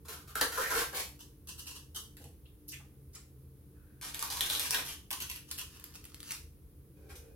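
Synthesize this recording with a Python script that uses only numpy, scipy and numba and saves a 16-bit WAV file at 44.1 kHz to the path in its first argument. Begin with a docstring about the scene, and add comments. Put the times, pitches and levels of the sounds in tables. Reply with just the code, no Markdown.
"""The film lid of a small plastic dip tub is peeled off in two pulls: first a strip, then the rest.
The seal gives way in many tiny cracks and a few snaps, which make the tub and the tight film ring.
The loose pieces crinkle and are laid down. Between the pulls, a hand bumps the kitchen table
and a finger is licked. A small, echoing room with a low hum surrounds it all."""
import sys
import numpy as np
from scipy import signal
from scipy.fft import rfft, irfft
from scipy.io import wavfile
from numba import njit

SR = 44100
rng = np.random.default_rng(int(sys.argv[2]) if len(sys.argv) > 2 else 0)


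def store_pcm(level_fs):
    """Save levels as 16-bit WAV."""
    pcm = np.round(np.clip(level_fs, -1, 1) * 32767).astype(np.int16)
    wavfile.write(sys.argv[1], SR, np.atleast_2d(pcm).T)


N = 324267
T = np.arange(N) / SR
STRIP_OFF_S, LID_OFF_S = 1.15, 5.0  # when each piece has come free
DANGLE_START_S, DANGLE_END_S = 5.7, 6.3  # the lid hangs from the fingers
FILM_REST_HZ = 3000  # main ring of the loose film at rest

# The room's rumble and hiss. Each row: frequency in Hz, relative level in dB.
ROOM_NOISE_TONE = [(28, -39), (42, -5.5), (70, 4), (100, -5.5), (170, -7), (250, -12.5), (480, -15.5),
                   (630, -30.5), (1100, -32), (2000, -37), (4500, -39), (8000, -41), (10200, -29.5),
                   (16000, -32)]
# Rings of the hum and the tub (closed, then open), with the room's own low notes near 300 and 450 Hz,
# and of the table. Each row: pitch in Hz, width in Hz (wider dies away sooner), relative level in dB.
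HUM_AND_ROOM = [(49.6, 4.7, -0.5), (77.6, 5.3, 2), (133.25, 4.4, 0.5), (297.1, 4.06, -3), (340.4, 15, -18),
                (446, 16, -18)]
CLOSED_TUB_AND_ROOM = [(54.2, 23, -1), (116.5, 23, -6.5), (304, 51, 1), (458, 36, 9.5), (550, 74, 6),
                       (833, 390, -3.5), (1162, 110, 7), (1354, 16, 8.5), (1569, 73, 8.5), (1731, 99, 3),
                       (2240, 67, -10.5)]
OPEN_TUB_AND_ROOM = [(52, 67, -2.5), (125, 34, -8), (264, 160, -6.5), (460, 99, -3.5), (751, 57, 2),
                     (960, 210, -3.5), (1470, 300, 6.5), (1584, 283, 6.5), (2500, 110, 5)]
TABLE_RINGS = [(61.4, 8.5, 6), (82, 17, 13), (138, 11.6, 6), (281, 34, 2), (480, 60, -3.5), (797, 110, -9)]
# Fingers tug the lid and, at the end, the open tub. Each row: start in seconds, length in seconds,
# seal crackle in dB, tub ring in dB, film ring in dB, film pitch in Hz.
FINGER_TUGS = [(0.047, 0.18, -58, -68.5, -60.5, 1320), (0.079, 0.063, -48, -60.5, -54, 1480),
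               (0.272, .045, -53.5, -70.5, -57, 1380), (0.349, .05, -43, -58.5, -58, 1400),
               (0.407, 0.016, -29.5, -54, -30.5, 1670), (0.517, 0.059, -41, -51, -42.5, 1550),
               (0.573, 0.042, -37, -36.5, -39.5, 1330), (0.609, 0.087, -41, -59.5, -38.5, 1790),
               (0.699, 0.054, -35, -40, -32.5, 1550), (0.746, 0.028, -33.5, -33.5, -52, 1500),
               (0.774, 0.051, -33.5, -38, -69, 1470), (0.921, 0.024, -47.5, -43, -60, 1150),
               (0.941, 0.043, -35, -51, -48.5, 1090), (0.987, 0.024, -36.5, -69, -65, 1000),
               (3.742, 0.29, -99, -85, -73, 1500), (4.016, 0.091, -42, -49, -66.5, 1360),
               (4.136, 0.046, -47, -49.5, -68, 1340), (4.194, 0.088, -41.5, -48.5, -68, 1090),
               (4.298, 0.1, -39.5, -49, -48, 1010), (4.405, 0.043, -34.5, -41.5, -48.5, 3300),
               (4.454, 0.03, -37.5, -45, -48, 3620), (4.491, .09, -37.5, -46.5, -57.5, 3770),
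               (4.594, 0.086, -36.5, -47, -43.5, 2700), (4.72, 0.039, -39.5, -44.5, -38, 2640),
               (4.733, 0.017, -34, -37.5, -34.5, 1920), (4.77, 0.031, -40, -39.5, -49, 490),
               (4.844, 0.091, -42, -52.5, -51.5, 2950), (6.958, 0.36, -81, -78, -67.5, 449),
               (7.088, 0.024, -61, -61, -76, 455)]
# The tone of the seal in each pull, a snap, each loose piece and the flapping sheet.
# Each row: frequency in Hz, relative level in dB.
STRIP_SEAL_TONE = [(250, -27), (450, 6.5), (1000, -3.5), (2300, 5), (3500, 4), (5000, 2.5), (7000, 0),
                   (9000, -1), (11000, 3), (13500, 1), (15800, -9)]
LID_SEAL_TONE = [(250, -27), (600, -1), (1000, 1), (2000, -2), (3200, 9.5), (4500, 6.5), (5600, 8.5),
                 (7000, 3.5), (9000, 4.5), (11500, 5.5), (13500, 1.5), (16000, -10.5)]
SNAP_TONE = [(300, -16), (900, -1.5), (2500, 6), (5000, 5), (7000, 3), (11000, 7.5), (13500, 4.5),
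             (15800, -6.5)]
LOOSE_STRIP_TONE = [(1200, -30), (2500, -10.5), (2800, 7), (3050, 10), (3500, -4.5), (4800, -1.5),
                    (6200, 3), (7000, -4), (9000, 0), (11000, -2), (13300, -1), (15800, -12)]
LOOSE_LID_TONE = [(1000, -27), (1900, -16), (2450, 8.5), (2950, 15), (3500, -2), (4800, 6), (6200, 6.5),
                  (7200, 1), (9500, 4.5), (12500, 5), (15800, -8)]
FLAP_TONE = [(300, 0), (700, -12), (1000, 7), (1400, 2), (1750, 3.5), (2250, -3.5), (5000, 2), (12000, -12)]
# Bits of seal let go at once. Each row: start in seconds, crack in dB, film ring in dB, pitch in Hz.
SEAL_SNAPS = [(0.3553, -11, -4, 1440), (0.4123, 0.5, -10, 1450), (.575, -20, -3.5, 1340),
              (4.013, -19, -32, 2400), (4.1455, -10, -45.5, 2970), (4.193, -9.5, -34.5, 2950),
              (4.226, -5.5, -9.5, 1150), (4.302, -24, -11.5, 4700), (4.3706, -14.5, -16, 3960),
              (4.408, -3.5, 0.5, 3420), (4.5, -11, -3, 3700), (4.5502, -11.5, -5, 3700),
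              (4.596, -4, -9.5, 3750), (4.7077, -1, -4.5, 5600), (4.7458, -5, -4.5, 3550)]
# Loose film buckles. Each row: start in seconds, build-up in seconds, level in dB, pitch in Hz.
FILM_CRINKLES = [(1.19, 0.018, -46.5, 2900), (1.472, 0.023, -42, 2850), (1.578, .016, -41, 2880),
                 (1.656, 0.021, -42.5, 2760), (1.689, 0.022, -46, 2700), (1.75, 0.013, -41.5, 2820),
                 (1.946, 0.016, -36.5, 3040), (2.19, 0.035, -61, 3010), (5.108, 0.026, -34.5, 2940),
                 (5.201, 0.022, -33.5, 3000), (5.293, 0.01, -41, 2850), (5.35, 0.0065, -44.5, 3000),
                 (5.468, 0.024, -53.5, 2900), (5.504, 0.013, -42.5, 3000), (5.576, 0.017, -30.5, 2980),
                 (5.601, 0.014, -39.5, 3000), (5.71, 0.062, -53, 2830), (5.94, 0.02, -41.5, 2750),
                 (6.238, .045, -44.5, 2900), (6.289, .032, -35, 2780), (6.333, .015, -40, 2530)]
# Small ticks: creases in the loose film, and one dull tap as the hand lands on the table.
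# Each row: start in seconds, crack in dB, pitch in Hz.
SMALL_TICKS = [(2.169, -25.5, 1830), (2.241, -27, 790), (5.106, -10, 3000), (5.113, -7.5, 980),
               (5.204, -12, 3100), (5.299, -10, 2820), (5.314, -13.5, 10500), (5.3605, -17, 2980),
               (5.513, -9, 4960), (5.798, -24, 9000), (5.841, -16.5, 11700), (5.863, -31, 1710),
               (6.042, -23, 2900), (6.053, -20.5, 2880), (6.1447, -17.5, 3420), (6.204, -17.5, 3480),
               (6.23, -18, 4400), (6.308, -8.5, 2350), (6.3197, -8.5, 2075), (7.1548, -28.5, 6270)]
# The hand lands on the table. Each row: start in seconds, level in dB.
HAND_BUMPS = [(2.2, -50), (2.238, -46), (2.28, -57), (6.19, -81)]
# Wet smacks. Each row: start in seconds, build-up in seconds, level in dB, pitch in Hz, width in Hz.
LIP_SMACKS = [(2.453, 0.0039, -55.5, 3140, 1110), (2.678, 0.015, -40, 11700, 8120),
              (2.683, 0.016, -44, 5540, 3500), (2.716, 0.0073, -39, 7200, 7300),
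              (2.719, 0.021, -43, 2450, 1390), (2.797, 0.018, -58.5, 1010, 900),
              (3.132, 0.011, -51.5, 6670, 10200), (3.148, 0.007, -38.5, 5900, 9100),
              (3.143, 0.029, -50.5, 1890, 2800)]
# Where the hands are. Each row: time in seconds, the right ear's head start in samples,
# echo level in dB (lower when the hands reach towards the listener).
HAND_PATH = [(.4, 0.5, 0), (1.7, 4, 2), (2.05, 4, 2.5), (2.8, 4, -2.5), (4.1, -1.5, -3.5), (4.7, 0.5, -.5),
             (5.2, 7.5, -2.5), (5.599, 4, -2.5), (6.2, 2, -8), (7.1, -1.5, 7.5)]


def gain(db):
    """Turn decibels into a number to multiply by."""
    return 10 ** (np.asarray(db) / 20)


def add(track, start_s, sound):
    """Mix a sound into a track at the given time."""
    i = max(int(start_s * SR), 0)
    track[i:i + len(sound)] += sound[:max(N - i, 0)]


def tone_gains(tone, hz):
    """Read a tone table at the given frequencies."""
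    table_hz, db = np.transpose(tone)
    return gain(np.interp(np.log(hz + 1), np.log(table_hz), db))


def through(sound, response):
    """Play a sound through a response (how a thing answers one click), scaled to an energy of 1."""
    return signal.fftconvolve(sound, response / np.linalg.norm(response))[:N]


def tone_response(tone, size=1024):
    """A short click with the given tone."""
    cepstrum = irfft(np.log(tone_gains(tone, np.fft.rfftfreq(size, 1 / SR))))
    # folding the second half onto the first packs the energy at the start of the click
    cepstrum[1:size // 2] *= 2
    cepstrum[size // 2 + 1:] = 0
    return irfft(np.exp(rfft(cepstrum)))


def ring_response(rings, size=16384):
    """A tapped object rings as a sum of fading sine waves."""
    t = T[:size]
    return sum((-1) ** k * gain(db) * width * np.exp(-np.pi * width * t) * np.sin(2 * np.pi * hz * t)
               for k, (hz, width, db) in enumerate(rings))


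@njit
def band_pass(sound, hz, width):
    """Keep the sound near one pitch; the pitch and the width may move."""
    out, band_state, low_state = np.empty(len(sound)), 0., 0.
    for i in range(len(sound)):
        step = np.tan(np.pi * min(hz[i], .45 * SR) / SR)
        damping = width[i] / hz[i]
        band = (band_state + step * (sound[i] + 1e-18 - low_state)) / (1 + step * (step + damping))
        band_state = 2 * band - band_state
        low_state += 2 * step * band
        out[i] = damping * band * (SR / np.pi / width[i] * 2) ** .25  # boost narrow bands
    return out


def ring(sound, hz, width):
    """Make a sound ring at one pitch by filtering it twice."""
    hz, width = hz * np.ones(len(sound)), width * np.ones(len(sound))
    return band_pass(band_pass(sound, hz, width), hz, width)


def cracks(per_s, spread_db, stick_db=0, stick_per_s=70):
    """Tiny cracks of uneven size at random moments; stick_db bunches them as film sticks and slips."""
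    hits = rng.random(N) < per_s / SR
    slip_times = np.cumsum(rng.exponential(1 / stick_per_s, 2000))
    slip_db = stick_db * np.interp(T, slip_times, rng.uniform(-0.64, 1, len(slip_times)))
    signs = rng.choice([-1, 1], N)
    size_db = spread_db * np.clip(rng.standard_normal(N), -2, 2)
    clicks = hits * signs * gain(slip_db + size_db)
    return clicks / clicks.std()


def swell(start_s, rise_s, floor, release_s):
    """A loudness curve that climbs from floor to 1, then dies away."""
    t, out = T[:SR // 2], np.zeros(N)
    rise = floor + (1 - floor) * np.clip(t / rise_s, 0, 1) ** 2
    add(out, start_s, rise * np.exp(-np.clip((t - rise_s) / release_s, 0, 20)))
    return out


def stereo_spectrum(size, alike_hz):
    """The spectrum of noise at two ears: alike in the bass, unrelated in the treble."""
    hz = np.fft.rfftfreq(size, 1 / SR)
    mid, side = rfft(rng.standard_normal((2, size)))
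    alike = .92 / (1 + (hz / alike_hz) ** 2)
    return hz, mid * np.sqrt(1 + alike) + np.array([[1], [-1]]) * side * np.sqrt(1 - alike)


def room_hum(noise_db=-58, hum_db=-58):
    """Low rumble, a hum with the room's own low notes, and faint hiss."""
    hz, spectrum = stereo_spectrum(N, alike_hz=860)
    noise = irfft(spectrum * tone_gains(ROOM_NOISE_TONE, hz), N)
    hum = through(rng.standard_normal(N), ring_response(HUM_AND_ROOM))
    return gain(noise_db) * noise / noise.std() + gain(hum_db) * hum


def peel(tugs, seal_tone, rings, per_s, width_share, attack_s, release_s, sag_db, pitch_rise=0.13):
    """Each tug unzips cracks that shake tub and film. It weakens as the film tightens and rings higher."""
    seal_cracks = cracks(per_s, spread_db=4, stick_db=3, stick_per_s=140)
    crackle, tub, film = np.zeros((3, N))
    for start_s, length_s, seal_db, tub_db, film_db, hz in tugs:
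        run = seal_cracks[int(start_s * SR):][:SR // 2]
        t = T[:len(run)]
        progress = np.clip(t / length_s, 0, 1) - .5  # zero halfway through the tug
        fade_in = np.clip(t / attack_s, 0, 1)
        fade_out = np.exp(-np.clip((t - length_s) / release_s, 0, 20))
        run = run * fade_in * gain(-sag_db * progress) * fade_out
        add(crackle, start_s, gain(seal_db) * run)
        add(tub, start_s, gain(tub_db) * run)
        pitch = hz * (1 + pitch_rise * progress)
        add(film, start_s, gain(film_db) * ring(run, pitch, width_share * hz))
    return through(crackle, tone_response(seal_tone)) + through(tub, ring_response(rings)) + film


def pop(hz, crack_db, ring_db, tear_s, width_share, tear_share=0.45, size=2048):
    """A kick that tears on for a millisecond or two and rings at one pitch."""
    kick = signal.unit_impulse(size)
    tear = rng.standard_normal(size) * np.exp(-T[:size] / tear_s) * (1 - kick)
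    force = np.sqrt(1 - tear_share) * kick + np.sqrt(tear_share) * tear / np.linalg.norm(tear)
    crack = through(force, tone_response(SNAP_TONE))[:size]
    return gain(crack_db) * crack + gain(ring_db) * ring(kick, hz, width_share * hz)


def seal_snaps(open_tub_db=-14):
    """Bits of seal pop off the rim and kick the tub, which answers far more while still closed."""
    film, closed, opened = np.zeros((3, N))
    for start_s, crack_db, ring_db, hz in SEAL_SNAPS:
        add(film, start_s, pop(hz, crack_db, ring_db, tear_s=0.0011, width_share=0.33))
        if start_s < STRIP_OFF_S:
            add(closed, start_s, [gain(crack_db)])
        else:
            add(opened, start_s, [gain(crack_db + open_tub_db)])
    closed_ring = through(closed, ring_response(CLOSED_TUB_AND_ROOM))
    open_ring = through(opened, ring_response(OPEN_TUB_AND_ROOM))
    return film + closed_ring + open_ring


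def crinkles(bursts, film_tone, per_s, spread_db, flip_db, flap_db, release_s, size=8192):
    """Loose film flips, then a rush of creases builds to a second flip; the whole sheet flaps along."""
    out, clicks = np.zeros(N), cracks(per_s, spread_db)
    for start_s, rise_s, db, hz in bursts:
        first_flip = gain(flip_db) * swell(start_s, 0.0022, floor=0.63, release_s=0.00056)
        rush = swell(start_s, rise_s, floor=0.21, release_s=release_s)
        creases = gain(db) * (clicks * (first_flip + rush))[int(start_s * SR):][:size]
        curled_tone = np.array(film_tone) * [hz / FILM_REST_HZ, 1]  # each new curl shifts the pitch
        add(out, start_s, through(creases, tone_response(curled_tone)))
        add(out, start_s, gain(flap_db) * through(creases, tone_response(FLAP_TONE)))
    return out


def small_ticks(ring_offset_db=-10, stray_db=-68, sway_db=-62):
    """Film creases pop and the landing hand taps once; the dangling lid rustles and ticks faintly."""
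    hanging = (T > DANGLE_START_S) * (T < DANGLE_END_S)
    stray = through(cracks(per_s=40, spread_db=4) * hanging, tone_response(SNAP_TONE))
    sway = through(cracks(per_s=400, spread_db=5) * hanging, tone_response(FLAP_TONE))
    out = gain(stray_db) * stray + gain(sway_db) * sway
    for start_s, db, hz in SMALL_TICKS:
        add(out, start_s, pop(hz, db, db + ring_offset_db, tear_s=0.0022, width_share=0.45))
    return out


def table_bumps():
    """The hand meets the table softly and shakes its low notes."""
    push = sum(gain(db) * swell(start_s, rise_s=0.013, floor=0.47, release_s=0.017)
               for start_s, db in HAND_BUMPS)
    return through(push * rng.standard_normal(N), ring_response(TABLE_RINGS))


def lip_smacks():
    """Thin layers of sauce and saliva break between fingers and lips."""
    out, clicks = np.zeros(N), cracks(per_s=3300, spread_db=5)
    for start_s, rise_s, db, hz, width in LIP_SMACKS:
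        burst = clicks * swell(start_s, rise_s, floor=0.57, release_s=0.0037)
        out += gain(db) * ring(burst, hz, width)
    return out


def echoes(lead, echo_db, low_fade_s=0.32, high_fade_s=0.34, direct_db=-3, table_db=-13, size=16384):
    """Each ear hears the direct sound, a bounce off the table, then the ring of a small hard room."""
    t = T[:size]
    hz, spectrum = stereo_spectrum(size, alike_hz=804)
    low = 1 / (1 + (hz / 4000) ** 2)
    tail = sum(irfft(spectrum * share, size) * gain(-60 * t / fade_s)
               for share, fade_s in [(low, low_fade_s), (1 - low, high_fade_s)])
    tail *= 1 - np.exp(-t / 0.0004)  # the echoes build up quickly
    tail *= gain(echo_db) / np.linalg.norm(tail, axis=1, keepdims=True)
    tail[[0, 1], rng.integers(20, 90, 2)] += gain(table_db)
    lag = np.arange(size) - 6 - np.array([[lead], [-lead]]) / 2  # samples since reaching each ear
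    # the film beams its treble forward, so the direct sound is brighter than the echoes
    direct = np.sinc(lag) - 0.22 * (np.sinc(lag - 1) + np.sinc(lag + 1))
    return tail + gain(direct_db) * direct


def kitchen(sound, block=8192):
    """The hands keep moving, so each moment of sound meets its own pattern of echoes."""
    out = np.zeros((2, N))
    times, leads, echo_dbs = np.transpose(HAND_PATH)
    for i in range(0, N, block):
        middle_s = (i + block / 2) / SR
        ears = echoes(np.interp(middle_s, times, leads), np.interp(middle_s, times, echo_dbs))
        for track, ear in zip(out, ears):
            add(track, i / SR, signal.fftconvolve(sound[i:i + block], ear))
    return out


def scene():
    """Both pulls, the handling around them, and the room."""
    strip_tugs = [row for row in FINGER_TUGS if row[0] < STRIP_OFF_S]
    lid_tugs = [row for row in FINGER_TUGS if row[0] > STRIP_OFF_S]
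    strip = peel(strip_tugs, STRIP_SEAL_TONE, CLOSED_TUB_AND_ROOM,
                 per_s=2500, width_share=0.53, attack_s=0.0063, release_s=0.0027, sag_db=4.5)
    lid = peel(lid_tugs, LID_SEAL_TONE, OPEN_TUB_AND_ROOM,
               per_s=2400, width_share=0.27, attack_s=0.0069, release_s=0.0051, sag_db=5)
    loose_strip = crinkles([row for row in FILM_CRINKLES if row[0] < LID_OFF_S], LOOSE_STRIP_TONE,
                           per_s=2900, spread_db=7.5, flip_db=-8.5, flap_db=-6.5, release_s=0.0038)
    loose_lid = crinkles([row for row in FILM_CRINKLES if row[0] > LID_OFF_S], LOOSE_LID_TONE,
                         per_s=1300, spread_db=3, flip_db=-13, flap_db=-4.5, release_s=0.0036)
    handling = strip + lid + seal_snaps() + loose_strip + loose_lid + small_ticks() + lip_smacks()
    return kitchen(handling) + table_bumps() + room_hum()


def record(dry, top_hz=16100):
    """Cut away the very highest treble."""
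    return signal.sosfilt(signal.ellip(10, .2, 80, top_hz, fs=SR, output="sos"), dry)


dry = scene()
out = record(dry)
store_pcm(out)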